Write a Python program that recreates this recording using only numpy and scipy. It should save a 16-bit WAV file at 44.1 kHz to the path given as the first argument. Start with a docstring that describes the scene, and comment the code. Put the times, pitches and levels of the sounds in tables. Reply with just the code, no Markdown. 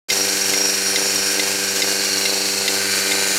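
"""Four-vane vacuum pump of a milking machine, motor-driven, on a brick floor, heard close by.
The vanes scrape much alike on every turn, slap the chamber wall, squeak and make the housing ring;
air hisses and the exhaust puffs unevenly over hum and whine. The pulsator clacks to and fro; each
stroke lets in air, so the puffs swell and sink at its rate. Levels and close echoes shift as the
listener moves round the frame."""
import sys
import numpy as np
from scipy import signal
from scipy.fft import rfft, irfft, next_fast_len
from scipy.io import wavfile
from scipy.ndimage import uniform_filter1d, minimum_filter1d, map_coordinates

SR = 44100
rng = np.random.default_rng(int(sys.argv[2]) if len(sys.argv) > 2 else 0)


def inscribe(sig):
    """Save sig as 16-bit PCM at rate SR to the path in sys.argv[1].

    A 1-D sig is mono; a 2-D sig holds one channel per row.
    Samples are clipped to [-1, 1] before scaling.
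    """
    pcm = np.round(np.clip(np.atleast_2d(sig).T, -1, 1) * 32767)
    wavfile.write(sys.argv[1], SR, pcm.astype(np.int16))


N = 149058

SHAFT_HZ, MAINS_HZ, VANES = 24.455, 50, 4
PULSATOR_PERIOD_S = .4297

# motor hum: mains harmonic, level/dB
MOTOR_LINES = [(2, -62), (6, -42)]
# pump hum: shaft harmonic, level/dB
PUMP_LINES = [(4, -53.5), (8, -41), (16, -41), (20, -50)]
# pump whine: shaft harmonic, relative level/dB
WHINE_LINES = [(32, -5), (36, -5), (48, -3), (56, 2), (60, -5.5), (64, -1.5), (76, -0.5)]
# whine along the listener's path: t/s, gain/dB
WHINE_PATH = [(.1, -50), (2.1, -49.5), (2.7, -44), (3.38, -42)]
# gains along the path: t/s, scrape and air/dB, slap/dB, pump hum/dB
PATH_GAINS = [(.1, 0.5, -4, 1.5), (.9, -0.4, -0.5, 1.5), (1.5, 0, -1, 1.5), (2.1, -0.7, 0, 2),
              (2.5, -1, -4.5, 1.5), (2.9, 0.1, 6.5, 2.5), (3.38, 0.5, 3.5, 2)]
# exhaust puff of each vane: relative level/dB
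VANE_PUFF_DB = [-3, -14.5, -5.5, -1.5]
# exhaust puff spectrum: f/Hz, relative level/dB
PUFF_SPECTRUM = [(40, -37.5), (100, -27), (220, -18.5), (290, -3), (410, -1), (500, 0.5), (680, -5.5),
                 (880, -4.5), (1150, -16), (1600, -24), (3000, -37), (8000, -87)]
# vane slap spectrum: f/Hz, relative level/dB
SLAP_SPECTRUM = [(300, -36), (800, -7), (1050, -14.5), (1370, 2), (1570, -2), (1860, 0.5), (2150, -1),
                 (2740, -5.5), (3300, -14), (6000, -20), (10000, -33), (16000, -52)]
# squeaks within a turn: position/turns, relative level/dB
SQUEAK_POINTS = [(.14, -3), (.62, -9)]
# squeak envelope: t/s, gain/dB
SQUEAK_GAIN = [(.1, -16.5), (.7, -15.5), (.9, -22), (1.12, -13.5), (1.45, -20), (1.95, -22), (2.15, -16.5),
               (2.35, -20), (3.38, -46)]
# housing resonances: f/Hz, width/Hz
HOUSING_MODES = [(1570, 96), (2380, 87), (4020, 33), (4380, 165), (5610, 160), (6970, 75), (9550, 170)]
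# housing along the path: t/s, then level/dB of each resonance
HOUSING_PATH = [(.1, -35, -55, -50, -43, -28, -43, -42), (1.1, -33.5, -54, -56, -38, -26.5, -32, -34),
                (1.7, -33.5, -45, -56, -34, -32, -45, -41), (2.3, -37, -51, -31, -26.5, -37, -42, -43),
                (2.55, -47, -53, -39, -30, -36, -39, -43), (2.8, -39, -48, -40, -34, -40, -50, -38),
                (3.0, -39, -33.5, -34, -30, -34.5, -42, -36), (3.38, -36, -31, -30, -35, -53, -28.5, -31.5)]
# pulsator strokes: t/s, gain/dB, ring f/Hz, clatter gain/dB, case mode tilt/(dB/octave)
PULSATOR_STROKES = [(.1007, 3, 2090, 1, 7), (0.5356, -4, 2090, -4, -8), (0.9584, -2, 2060, 1, 3),
                    (1.3947, -2.5, 2050, -1.5, -2), (1.8187, 1.5, 2070, 1, 7), (2.2535, -5, 2110, 0.5, -10),
                    (2.6777, 1, 2040, 2.5, 2), (3.1148, -1, 2110, -3, -3)]
# slide contacts within a stroke: delay/s, gain/dB
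SLIDE_CONTACTS = [(0, -8), (.0013, 1), (.0052, 0)]
# pulsator case modes: f/Hz, relative level/dB, t60/s
PULSATOR_MODES = [(2734, -4, 0.048), (3180, -6, 0.017), (3610, -3, 0.037), (3940, 0, 0.026),
                  (4893, -2, 0.031), (5250, -4, 0.019), (6660, -10, 0.022)]
# echoes off frame, bricks and door post: first delay/s, last delay/s, relative level/dB
NEAR_ECHOES = [(.0016, .0021, -15.5), (.0037, .0033, -10), (.0059, .0066, -12.5)]
# air rush spectrum: f/Hz, relative level/dB
AIR_SPECTRUM = [(25, -20), (60, -11.5), (160, -7.5), (240, -11.5), (320, -3), (1000, -7), (1600, -6.5),
                (2700, -2), (3150, -5), (3350, -5), (3550, -6.5), (3750, -4), (4400, -1), (6000, 0),
                (8000, -1.5), (10500, -8), (14000, -10), (16000, -23)]
# vane scrape spectrum: f/Hz, relative level/dB
SCRAPE_SPECTRUM = [(150, -29.5), (500, -8), (1100, -14.5), (1400, -11.5), (1580, -2.5), (1800, -6.5),
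                   (2300, -1.5), (2750, -1), (3150, -4), (3420, -10), (3750, -6), (4400, 0.5), (5200, -2),
                   (6400, -3), (7000, -1), (8500, -7.5), (12000, -12.5), (16000, -29)]


def undb(db):
    """Decibels to gain."""
    return 10 ** (np.asarray(db) / 20)


def at_rms(x, db):
    """Scale to an rms level."""
    return x * undb(db) / np.sqrt(np.mean(x ** 2))


def curves(rows, t):
    """Table columns, linearly interpolated in time."""
    times, *columns = np.array(rows).T
    return [np.interp(t, times, column) for column in columns]


def wander(rate_hz):
    """Smooth random drift, spread near 1."""
    hold = int(SR / rate_hz)
    steps = np.repeat(rng.standard_normal(N // hold + 1), hold)
    return 1.2 * uniform_filter1d(uniform_filter1d(steps, hold), hold)[:N]


def colour(x, spectrum):
    """Minimum-phase filter through (f/Hz, level/dB) points."""
    size = next_fast_len(N) * 2
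    hz, db = np.array(spectrum).T
    bins_hz = np.maximum(np.arange(size // 2 + 1) * SR / size, 1)
    gain = undb(np.interp(np.log(bins_hz), np.log(hz), db))
    cepstrum = irfft(np.log(gain))
    cepstrum[1:size // 2] *= 2
    cepstrum[size // 2 + 1:] = 0
    return irfft(rfft(x, size) * np.exp(rfft(cepstrum)))[:N]


def resonate(x, hz, width_hz):
    """Two-pole resonance."""
    return signal.lfilter(*signal.iirpeak(hz, hz / width_hz, fs=SR), x)


def highpass(x, hz):
    """Third-order low cut."""
    return signal.sosfilt(signal.butter(3, hz, "high", fs=SR, output="sos"), x)


def cycle(phase):
    """Cosine, phase in cycles."""
    return np.cos(2 * np.pi * phase)


def vane_times(t, turns):
    """Time/s of each vane pass."""
    return np.interp(np.arange(int(turns[-1] * VANES)) / VANES, turns, t)


def pulses(times_s, db):
    """Train of negative impulses."""
    out = np.zeros(N)
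    out[(times_s * SR).astype(int)] = -undb(db)
    return out


def friction(turns, worn_share, memory_turns=3.07):
    """Roughness per turn: a lasting worn pattern plus a part that renews within a few turns."""
    size = int(SR / SHAFT_HZ)
    keep = np.exp(-1 / memory_turns)
    worn = rng.standard_normal(size)
    fresh = rng.standard_normal((N // size + 4, size))
    drifting, _ = signal.lfilter([np.sqrt(1 - keep ** 2)], [1, -keep], fresh, axis=0, zi=keep * fresh[-1:])
    track = np.sqrt(worn_share) * worn + np.sqrt(1 - worn_share) * drifting
    return map_coordinates(track.ravel(), [(turns + 1) * size], order=5, mode="mirror")


def near_echoes(x, t, moves_at_s=1.5):
    """Close surfaces comb the sound; the delays glide as the listener moves."""
    moved = np.clip((t - moves_at_s) / (t[-1] - moves_at_s), 0, 1)
    out, power = x.copy(), 1
    for first_s, last_s, db in NEAR_ECHOES:
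        delay_s = first_s + (last_s - first_s) * moved
        out += undb(db) * map_coordinates(x, [(t - delay_s) * SR], order=3, mode="mirror")
        power += undb(db) ** 2
    return out / np.sqrt(power)


def hum(t, turns, waver_db=4.5, waver_cycles=.37):
    """Low pump harmonics; wavering mains hum beats against them."""
    pump = sum(undb(db) * cycle(k * turns) for k, db in PUMP_LINES)
    motor = sum(undb(db + waver_db * wander(6.2)) * cycle(k * MAINS_HZ * t + waver_cycles * wander(6.3))
                for k, db in MOTOR_LINES)
    _, _, path_db = curves(PATH_GAINS, t)
    return np.sqrt(2) * (motor - pump * undb(path_db))


def whine(t, turns, drift_cycles=.034):
    """Clean upper vane harmonics, a whine that grows louder toward the end."""
    lines = sum(undb(db) * cycle(k * turns + rng.random() + drift_cycles * wander(4.13))
                for k, db in WHINE_LINES)
    return np.sqrt(2) * lines * undb(curves(WHINE_PATH, t)[0])


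def slaps(t, turns, scatter_db=.5):
    """Each vane slaps the chamber wall: a midrange buzz."""
    times_s = vane_times(t, turns)
    hits = pulses(times_s, scatter_db * rng.standard_normal(len(times_s)))
    _, path_db, _ = curves(PATH_GAINS, t)
    return at_rms(colour(hits, SLAP_SPECTRUM), -35.5) * undb(path_db)


def exhaust(t, turns, swell_db=3, swell_peak_s=.15, scatter_db=.8):
    """One puff per vane, stronger after the pulsator lets in air."""
    times_s = vane_times(t, turns)
    db = np.resize(VANE_PUFF_DB, len(times_s))
    db = db + swell_db * cycle((times_s - swell_peak_s) / PULSATOR_PERIOD_S)
    db += scatter_db * rng.standard_normal(len(times_s))
    return at_rms(colour(pulses(times_s, db), PUFF_SPECTRUM), -32.5)


def squeaks(t, turns, rise_s=.0059, jitter_s=.0039, scatter_db=3, slip_cycles=.18):
    """A vane catches twice a turn: thin, uneven tone bursts near 5.6 kHz."""
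    out, age_s = np.zeros(N + SR), t[:SR // 20]
    squeak_hz = 230 * SHAFT_HZ
    burst = (age_s / rise_s * np.exp(1 - age_s / rise_s)) ** 2
    for turn in range(1, int(turns[-1]) + 1):
        for position, db in SQUEAK_POINTS:
            late, strength, slip = rng.standard_normal(3)
            peak_s = np.interp(turn + position, turns, t) + jitter_s * late
            i = int((peak_s - rise_s) * SR)
            tone = cycle(squeak_hz * (i / SR + age_s) + slip_cycles * slip)
            out[i:i + len(age_s)] += undb(db + scatter_db * strength) * burst * tone
    return out[:N] * undb(curves(SQUEAK_GAIN, t)[0])


def housing(t, turns, flutter_db=1.7):
    """Vane friction keeps the housing resonances ringing."""
    rub = friction(turns, worn_share=.3) * undb(flutter_db * wander(25.15))
    rings = [resonate(resonate(rub, hz, width_hz), hz, 4 * width_hz) for hz, width_hz in HOUSING_MODES]
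    return sum(at_rms(ring, db) for ring, db in zip(rings, curves(HOUSING_PATH, t)))


def pulsator(t, ring_t60_s=.049, crack_t60_s=.034, tilt_centre_hz=3800, detune=.0095):
    """The slide hits its stop and chatters: a ring near 2 kHz, case modes, a short crack."""
    out, age_s = np.zeros(N), t[:SR // 10]
    decay = lambda t60_s: undb(-60 * age_s / t60_s)
    mode = lambda hz, t60_s: np.sin(2 * np.pi * hz * age_s) * decay(t60_s)
    attack = 1 - decay(.0093)
    for start_s, stroke_db, ring_hz, clatter_db, tilt_db_per_oct in PULSATOR_STROKES:
        i = int(start_s * SR)
        out[i:i + len(age_s)] += 2.667 * undb(stroke_db) * attack * mode(ring_hz, ring_t60_s)
        for delay_s, contact_db in SLIDE_CONTACTS:
            case = np.zeros(len(age_s))
            for hz, db, t60_s in PULSATOR_MODES:
                gain = undb(db + tilt_db_per_oct * np.log2(hz / tilt_centre_hz))
                case += gain * mode(hz * (1 + detune * rng.standard_normal()), t60_s)
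            noise = resonate(rng.standard_normal(len(age_s)), hz=3900, width_hz=3000)
            crack = at_rms(noise, -2) * decay(crack_t60_s)
            i = int((start_s + delay_s) * SR)
            out[i:i + len(age_s)] += undb(stroke_db + clatter_db + contact_db) * (case + crack)
    return undb(-16) * highpass(out, hz=1500)


def air_rush(turns, pulse_db=3.3, flutter_db=1.14):
    """Rushing air: a fluttering hiss that peaks at each vane pass."""
    envelope = undb(pulse_db * cycle(VANES * turns) + flutter_db * wander(39.53))
    return at_rms(colour(rng.standard_normal(N) * envelope, AIR_SPECTRUM), -24.5)


def vane_scrape(turns, dip_db=1):
    """Vanes scrape over much the same roughness each turn; the level dips at each pass."""
    rub = friction(turns, worn_share=.73) * undb(-dip_db * cycle(VANES * turns))
    return at_rms(colour(rub, SCRAPE_SPECTRUM), -24)


def pump_rasp(t, turns, swing_db=1, peak_turns=.017):
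    """Scrape and air together, swelling once a turn."""
    path_db, _, _ = curves(PATH_GAINS, t)
    gain = undb(path_db + swing_db * cycle(turns - peak_turns))
    return gain * (vane_scrape(turns) + air_rush(turns))


def scene():
    """One slightly unsteady shaft drives the pump; the pulsator keeps its own time."""
    t = np.arange(N) / SR
    first_puff_s, drift_turns = .0042, .00047
    turns = SHAFT_HZ * (t - first_puff_s) + drift_turns * wander(4.33)
    drone = exhaust(t, turns) + hum(t, turns) + slaps(t, turns) + whine(t, turns)
    rasp = near_echoes(pump_rasp(t, turns), t) + housing(t, turns) + squeaks(t, turns)
    return (drone + rasp + pulsator(t))[None]


def record(dry):
    """Low cut, short fade-in, limiter on the loudest clacks, top cut."""
    opens_s, fade_s = .084, .019
    limit_db, window_s, top_hz = -14, .0082, 15750
    fade_in = np.clip((np.arange(N) / SR - opens_s) / fade_s, 0, 1)
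    x = highpass(dry, hz=45) * fade_in
    window = int(window_s * SR)
    rms = np.sqrt(np.maximum(uniform_filter1d(x ** 2, window), 1e-12))
    gain = np.minimum(undb(limit_db) / rms, 1)
    gain = uniform_filter1d(minimum_filter1d(gain, window), window)
    lowpass = signal.ellip(10, .2, 90, top_hz, fs=SR, output="sos")
    return signal.sosfilt(lowpass, x * gain)


dry = scene()
out = record(dry)
inscribe(out)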